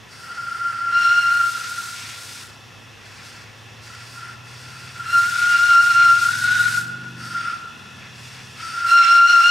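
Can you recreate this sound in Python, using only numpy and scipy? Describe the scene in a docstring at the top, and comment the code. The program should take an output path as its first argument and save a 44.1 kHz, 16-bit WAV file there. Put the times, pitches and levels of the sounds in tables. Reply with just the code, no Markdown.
"""In the woods, a small steam locomotive far off blows its one-note whistle: three long blasts, a few toots.
Eased open, the whistle's bell only breathes; pulled hard, it locks into a wavering note in a hiss of
steam, and the trees scatter the note. Steam leaking past the valve rings hollow all the while.
Farther away a motor vehicle gathers speed and changes gear, over the low rumble of the still woods."""
import sys
import numpy as np
from scipy import signal
from scipy.fft import rfft, irfft
from scipy.io import wavfile
from scipy.ndimage import uniform_filter1d

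SR = 44100
rng = np.random.default_rng(int(sys.argv[2]) if len(sys.argv) > 2 else 0)


def log_audio(samples):
    """Write samples as a 16-bit WAV file to the path given in sys.argv[1]."""
    # one column per channel
    frames = np.atleast_2d(samples).T
    # limit to full scale, then quantise
    limited = np.clip(frames, -1, 1)
    pcm = np.round(limited * 32767).astype(np.int16)
    wavfile.write(sys.argv[1], SR, pcm)


N = 418950
T = np.arange(N) / SR
HZ = np.fft.rfftfreq(N, 1 / SR)
FULL_VOICE_DB = -17.5  # note level from which the whistle is fully voiced
APPROACH_DB_PER_S = 0.84  # the leak past the shut valve grows as the locomotive nears


def gain_of(db):
    """Decibels to amplitude."""
    return 10 ** (np.asarray(db) / 20)


def unit_rms(x):
    """Scales to rms 1."""
    return x / np.sqrt(np.mean(x ** 2) + 1e-20)


def value_at(points, hz):
    """Reads (frequency, value) points on a log-frequency axis."""
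    freq, value = np.transpose(points)
    return np.interp(np.log(hz + 1), np.log(freq), value)


def curves(rows):
    """Joins each column of a (time, values...) table by straight lines."""
    times, *columns = np.transpose(rows)
    return [np.interp(T, times, column) for column in columns]


def envelope(start, length, rise_s, fall_s):
    """Rises in a straight line, holds, then dies away."""
    attack = np.clip((T - start) / rise_s, 0, 1)
    return attack * np.exp(-np.clip((T - start - length) / fall_s, 0, np.log(1e12)))


def wander(rate_hz, size=32768):
    """Random drift of rms about 1, with little motion above the rate."""
    lowpass = 1 / (1 + (HZ[:size // 2 + 1] / rate_hz) ** 2)
    drift = irfft(rfft(rng.standard_normal(size)) * lowpass)
    return np.interp(T, np.linspace(0, T[-1], size), unit_rms(drift))


def noise(spectrum):
    """Stereo noise of rms 1, coloured by (frequency [Hz], level [dB]) points."""
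    # how alike the two sides are: (frequency [Hz], correlation [0-1])
    likeness = [(60, 1), (110, 0.62), (200, 0.33), (380, 0.49), (700, 0.63), (1290, 0.76), (2400, 0.87),
                (5000, 0.86), (6800, 1), (8300, 0.48), (10000, 0.66), (15000, 1)]
    alike = np.clip(value_at(likeness, HZ), 0, 1)
    left, other = rfft(rng.standard_normal((2, N)))
    right = alike * left + np.sqrt(1 - alike ** 2) * other
    return unit_rms(irfft(np.array([left, right]) * gain_of(value_at(spectrum, HZ)), N))


def ringing(modes):
    """Steam noise through a few steady resonances."""
    hz = np.geomspace(200, 16000, 900)
    power = sum(gain_of(db) ** 2 / (1 + ((hz - centre) / width) ** 2) ** 2 for centre, width, db in modes)
    return noise(np.column_stack([hz, 10 * np.log10(power)]))


def tilted(x, tilt_db, pivot_hz=6000):
    """Moving tilt EQ: four overlapping bands tip the spectrum by roughly tilt_db per octave."""
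    octaves = np.clip(np.log2((HZ + 1) / pivot_hz), -2, 1)
    spectrum = rfft(x)
    return sum(gain_of(centre * tilt_db) * irfft(spectrum * np.maximum(1 - abs(octaves - centre), 0), N)
               for centre in (-2.0, -1.53, 0.03, 0.9658))


def forest_air(level_db=-46.5):
    """The bed: a low distant rumble and a thin steady hiss among the trees."""
    # low and high halves of the bed's spectrum: (frequency [Hz], relative level [dB])
    rumble = [(20, -18), (36, -12), (47, 3.5), (58, -0.5), (75, 7.5), (95, 11.5), (120, 15.5), (150, 6),
              (240, 9), (310, 5), (520, 3.5), (610, 1.5), (1000, 6), (1300, 2.5)]
    hiss = [(1450, -5), (1950, 4), (2300, -5.5), (2650, -14), (3050, 1.5), (3900, -5.5), (4600, -11),
            (5500, -4), (6300, -7.5), (8000, -16), (12000, -19), (15500, -27)]
    return gain_of(level_db) * noise(rumble + hiss)


def vehicle(unsteady=0.011, fading_db=0.65):
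    """Orders of an unevenly firing engine slide through the boom of its exhaust, each fading on its way."""
    # engine speed: (time [s], working cycles [Hz])
    revs = [(0, 13), (1, 15.7), (3, 14.6), (4, 16.7), (5, 18.4), (6.6, 21.5), (7, 25.3), (7.27, 24.8),
            (7.55, 21), (8.2, 17.4), (9.5, 21.6)]
    # the exhaust under throttle: (time [s], level [dB], lift of the upper orders [dB])
    throttle = [(0, -53.5, 2), (3, -49, -14.5), (5.2, -43, -7), (5.6, -47.5, -5), (6.7, -38, -4),
                (7.22, -40, 0), (7.66, -54.5, 5), (7.95, -47, 1.5), (8.4, -45.5, -3.5), (8.9, -51, -3),
                (9.5, -71.5, -8.5)]
    # uneven firing: (multiple of the cycle, relative level [dB])
    orders = [(4, -13), (5, 1), (6, -7.5), (7, 1.5), (8, -9), (9, -2), (10, -8.5), (11, -3), (12, -4.5),
              (13, -10.5), (14, -7), (16, -8.5)]
    # the exhaust pipe heard through the woods: (frequency [Hz], gain [dB])
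    pipe = [(55, -28), (80, -22), (100, -5), (112, -4), (124, -2), (135, -7.5), (146, -9.5), (168, -7),
            (190, -10), (222, -7), (280, -13.5), (330, -7.5), (400, -17)]
    cycle_hz, = curves(revs)
    level_db, lift_db = curves(throttle)
    phase = 2 * np.pi * np.cumsum(cycle_hz * (1 + unsteady * wander(rate_hz=5.7))) / SR
    drone = np.zeros(N)
    for order, db in orders:
        hz = order * cycle_hz
        upper = np.clip((hz - 130) / 50, 0, 1)
        order_db = db + value_at(pipe, hz) + upper * lift_db + fading_db * wander(rate_hz=2.7)
        drone += gain_of(order_db) * np.cos(order * phase + 2 * np.pi * rng.random())
    return np.sqrt(2) * gain_of(level_db) * drone


def valve(shut_db=-55.5, close_s=0.055, sag=0.16):
    """Pulls on the valve set the jet's level and tilt and how loudly the valve sings."""
    # pulls: (start [s], length [s], opening time [s], hiss [dB], tilt [dB/octave], singing [dB])
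    pulls = [(0.07, 1, 0.059, -47.5, 6, -49), (0.882, 0.44, .16, -33.5, 3.2, -50),
             (1.277, 0.64, 0.06, -32.5, 4.5, -60), (1.9, 0.51, 0.061, -33.5, 3.5, -62),
             (3.0, 0.42, 0.067, -50.5, 1, -65), (3.206, 0.085, 0.042, -45.5, 3, -58),
             (3.8, .51, 0.055, -46, 3, -51.5), (4.424, 0.78, 0.074, -45, 2.5, -53),
             (5.033, 1.2, 0.15, -29.5, 2.5, -59), (6.17, .61, 0.051, -28.5, 3.5, -62),
             (7.15, .37, 0.086, -40.5, 0.5, -44), (7.947, 0.029, 0.017, -59, -2, -66),
             (8.128, 0.52, 0.043, -49, 1, -64), (8.217, .12, .04, -46, -3.5, -62),
             (8.548, 0.33, 0.079, -38.5, 0.5, -42), (8.839, 0.69, 0.061, -30, 2, -44)]
    power = gain_of(shut_db + APPROACH_DB_PER_S * (T - T[-1] / 2)) ** 2
    weighted_tilt, singing_power = np.zeros(N), np.zeros(N)
    for start, length, rise_s, hiss_db, tilt_db, sing_db in pulls:
        arch = 1 - sag * (2 * np.clip((T - start) / length, 0, 1) - 1) ** 2  # weaker at both ends
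        flow = envelope(start, length, rise_s, close_s) * arch
        hiss_power = (flow * gain_of(hiss_db)) ** 2
        power += hiss_power
        weighted_tilt += hiss_power * tilt_db
        singing_power += (flow * gain_of(sing_db)) ** 2
    return 10 * np.log10(power), weighted_tilt / power, np.sqrt(singing_power)


def overblowing(hz, onset_hz=1413, full_hz=1448):
    """How far the bell is overblown: 0 at its own pitch, 1 when pushed fully sharp."""
    return np.clip((hz - onset_hz) / (full_hz - onset_hz), 0, 1)


def steam_resonances(singing, note_db, hz, leak_db=-53, shrill_db=-20.5):
    """Steam rings hollow past the shut valve, higher past the half-open one, shrill at the overblown lip."""
    # resonances of each: (frequency [Hz], width [Hz], relative level [dB])
    shut_modes = [(1744, 52, 7), (2600, 77, 7.5), (2760, 140, 4.5), (3445, 150, 3), (3920, 160, -4.5),
                  (5580, 120, -4), (5870, 200, -11)]
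    half_open_modes = [(4630, 140, 4.5), (5320, 470, 0.5), (8760, 430, -6)]
    lip_modes = [(3740, 125, 0), (4160, 120, -5)]
    hollow = gain_of(leak_db + APPROACH_DB_PER_S * T) * ringing(shut_modes)
    shrill = overblowing(hz) ** 2 * gain_of(note_db + shrill_db) * ringing(lip_modes)
    return hollow + singing * ringing(half_open_modes) + shrill


def steam_hiss(jet_db, tilt_db, note_db, eased_db=-50, open_db=-42):
    """The jet's hiss broadens as the valve opens; a lower rush off the bell's lip follows the note."""
    # wide-open jet, barely open jet and rush at the lip: (frequency [Hz], relative level [dB])
    jet_open = [(500, -41), (900, -11.5), (1600, -4), (2500, 5), (3500, 10.5), (5400, 3.5), (6800, -4),
                (8300, -3.5), (10500, -11), (12800, -16.5), (15500, -24.5)]
    jet_eased = [(700, -11), (1800, -0.5), (2700, 3), (3200, -25), (4000, 6), (4700, 5), (5600, -0.5),
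                 (6500, -8.5), (7300, -7), (8700, -11), (10000, -14.5), (12300, -24), (13300, -24),
                 (15500, -28)]
    lip_rush = [(400, -52), (700, -25), (1050, -8), (1200, -34), (1350, 6.5), (1680, -1.5), (1950, -1),
                (2350, -10.5), (2700, -8), (3200, -9.5), (6000, -84)]
    opening = np.clip((jet_db - eased_db) / (open_db - eased_db), 0, 1)
    jet = np.sqrt(opening) * noise(jet_open) + gain_of(2.5) * np.sqrt(1 - opening) * noise(jet_eased)
    jet = tilted(jet, tilt_db + 1.86 * wander(rate_hz=5.1))  # the brightness drifts
    jet *= gain_of(jet_db + 1.5 + 0.74 * wander(rate_hz=2.7))  # slow gusts
    sounding_lip = gain_of(-34.5 + 0.5 * (note_db - FULL_VOICE_DB))
    idle_lip = gain_of(np.minimum(jet_db, eased_db) - 2)
    rush = np.hypot(sounding_lip, idle_lip) * noise(lip_rush)
    flutter = gain_of(0.79 * wander(rate_hz=70))
    return (jet + rush) * flutter * gain_of([[0.4], [-0.4]])  # a touch to the left


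def scatter(x, t60, count):
    """Echoes from count trunks within 1.5 s, of random sign and dying away."""
    taps = np.zeros(SR * 3 // 2)
    delays = rng.integers(0, len(taps), count)
    taps[delays] = rng.choice([-1., 1.], count) * gain_of(-60 * delays / SR / t60)
    return signal.fftconvolve(x, taps / np.linalg.norm(taps))[:N]


def through_woods(x, echo_s=0.175):
    """The straight path, quick echoes off near trunks, a long deep tail and one slap off the tree line."""
    near = gain_of(-6) * scatter(x, t60=0.67, count=1500)
    tail = gain_of(-14) * scatter(x, t60=3.25, count=3000)
    slap = gain_of(-11.5) * np.pad(x, (round(echo_s * SR), 0))[:N]
    middle = gain_of(1) * x + near + tail + slap
    side = gain_of(-9) * scatter(x, t60=1.0, count=2000)
    return np.array([middle + side, middle - side]) * gain_of([[0.9], [-0.9]])  # slightly left


def whistle_phrase(ring_s=0.03):
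    """The bell's level, pitch, brightness and readiness to lock, through the blasts and toots."""
    # three long blasts, a list each: (time [s], level [dB], pitch [Hz], overtone brightness [dB])
    blasts = [
        [(0.1, -62, 1380, -9), (0.28, -34.5, 1384, -28), (0.63, -27.5, 1380, -23), (0.85, -27.5, 1381, -27),
         (0.95, -17.5, 1386, -18.5), (1.13, -18, 1396, -14.5), (1.43, -19, 1391, -25), (1.52, -36, 1377, -12),
         (1.56, -27.5, 1380, -28), (1.65, -31.5, 1381, -13.5), (1.79, -31.5, 1396, -20), (2.3, -65, 1375, -1),
         (2.45, -45, 1378, -5)],
        [(4.93, -44.5, 1396, 21), (5.164, -14.5, 1374, -25), (5.32, -25.5, 1435, -23),
         (5.548, -14.5, 1400, -22.5), (5.596, -20.5, 1408, -19.5), (5.804, -9.5, 1396, -22),
         (5.836, -20, 1403, -20), (6.074, -11.5, 1385, -21), (6.2, -26.5, 1407, -23), (6.278, -17, 1425, -25),
         (6.362, -24, 1476, -26), (6.444, -17.5, 1458, -25), (6.622, -16, 1451, -35.5), (6.8, -26, 1431, -20)],
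        [(8.54, -63, 1360, 2), (8.596, -34, 1332, -15), (8.828, -27.5, 1388, -27), (8.908, -11, 1373, -15.5),
         (9.178, -16, 1386, -14.5), (9.216, -7, 1385, -21), (9.286, -19, 1395, -7.5), (9.406, -12, 1377, -20),
         (9.5, -17.5, 1407, -3)],
    ]
    # light, breathy toots: (start [s], length [s], level [dB], pitch [Hz])
    toots = [(3.17, 0.29, -52, 1385), (3.85, .2, -44, 1361), (4.125, 0.23, -36.5, 1374),
             (4.5, 0.52, -44.5, 1374), (7.178, 0.177, -35, 1362), (7.3, 0.152, -26, 1385),
             (7.42, 0.13, -22.5, 1367)]
    notes = []
    for blast in blasts:
        level_db, hz, bright_db = curves(blast)
        start, end = blast[0][0], blast[-1][0]
        gate = envelope(start, end - start, ring_s, ring_s)  # the bell rings on after the steam stops
        notes.append((gain_of(level_db) * gate, hz, bright_db, 1))
    for start, length, level_db, hz in toots:
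        swell = np.sin(np.pi * np.clip((T - start) / length, 0, 1))
        notes.append((gain_of(level_db) * swell, hz, 0, 0))
    levels, *traits = zip(*notes)
    levels = np.array(levels) + 1e-9
    total = levels.sum(0)
    # where notes overlap, the louder one leads
    blended = [sum(level * value for level, value in zip(levels, trait)) / total for trait in traits]
    return 20 * np.log10(total), *blended


def whistle(note_db, hz, bright_db, can_lock, breathy_db=-36, throb_hz=11.1, beat_s=0.173):
    """Steam rings the bell as a fuzzy resonance or, blown harder, locks it into a tone with overtones."""
    # overtones of the locked tone: (multiple of the pitch, relative level [dB])
    partials = [(2, -11), (3, -16), (4, -18), (5, -36), (6, -54)]
    overblown = overblowing(hz)  # loosens the lock and dulls the overtones
    voiced = can_lock * np.clip((note_db - breathy_db) / (FULL_VOICE_DB - breathy_db), 0, 1)
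    locked = 0.95 * voiced * (1 - 0.38 * overblown)
    reedy = voiced ** 2 * gain_of(bright_db + 12 * (1 - overblown))
    # the pitch throbs with the engine's beat, one crest falling at 5.5 s
    hz = hz + throb_hz * voiced * np.cos(2 * np.pi * (T - 5.5) / beat_s)
    # wet, turbulent steam shakes the pitch, makes each overtone sputter and flutters the note
    shake = 1 + 0.003994 * wander(rate_hz=20) + 0.00253 * wander(rate_hz=200)
    phase = 2 * np.pi * np.cumsum(hz * shake) / SR
    overtones = sum(gain_of(db) * (1 + 0.64 * wander(rate_hz=100)) * np.cos(k * phase)
                    for k, db in partials)
    flutter = 1 + 0.27 * wander(rate_hz=48)
    tone = np.sqrt(2) * (flutter * np.cos(phase) + reedy * overtones)
    # unlocked, the bell only filters the steam: a narrow band at the note and a faint one an octave up
    breath = wander(rate_hz=41) * np.cos(phase) + wander(rate_hz=41) * np.sin(phase)
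    breath += gain_of(-21) * wander(rate_hz=100) * np.sin(2 * phase)
    voice = np.sqrt(locked) * tone + np.sqrt(1 - locked) * gain_of(-1.5) * breath
    return gain_of(note_db - 2.5) * voice


def scene():
    """Whistle and steam over the far vehicle and the still woods."""
    jet_db, tilt_db, singing = valve()
    note_db, hz, bright_db, can_lock = whistle_phrase()
    note = through_woods(whistle(note_db, hz, bright_db, can_lock))
    steam = steam_hiss(jet_db, tilt_db, note_db) + steam_resonances(singing, note_db, hz)
    return note + steam + vehicle() + forest_air()


def limiter(x, ceiling_db=-9.5, recovery_db_per_s=120):
    """Ducks at once when the power passes the ceiling, then lets the gain come back."""
    power_db = 10 * np.log10(abs(uniform_filter1d((x ** 2).mean(0), size=200)) + 1e-12)
    release_db = T * recovery_db_per_s
    held_db = np.maximum.accumulate(power_db + release_db) - release_db
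    excess_db = np.maximum(held_db - ceiling_db, 0)
    return x / gain_of(uniform_filter1d(excess_db, size=200))


def record(dry, comb_hz=300, echo_s=0.001, cutoff_hz=15750):
    """Colours the mix with a comb of narrow dips and a faint short echo, limits it and cuts the top."""
    delay = np.exp(-2j * np.pi * HZ / comb_hz)
    comb = (1 - 0.9 * delay) / (1 - 0.76 * delay)
    echo = 1 - 0.053 * np.exp(-2j * np.pi * HZ * echo_s)
    taps = irfft(comb * echo, N)[None, :4096]
    coloured = signal.oaconvolve(dry, taps, axes=1)[:, :N]
    lowpass = signal.firwin(511, cutoff_hz, window=("kaiser", 9), fs=SR)
    return signal.oaconvolve(limiter(coloured), lowpass[None], "same")


dry = scene()
out = record(dry)
log_audio(out)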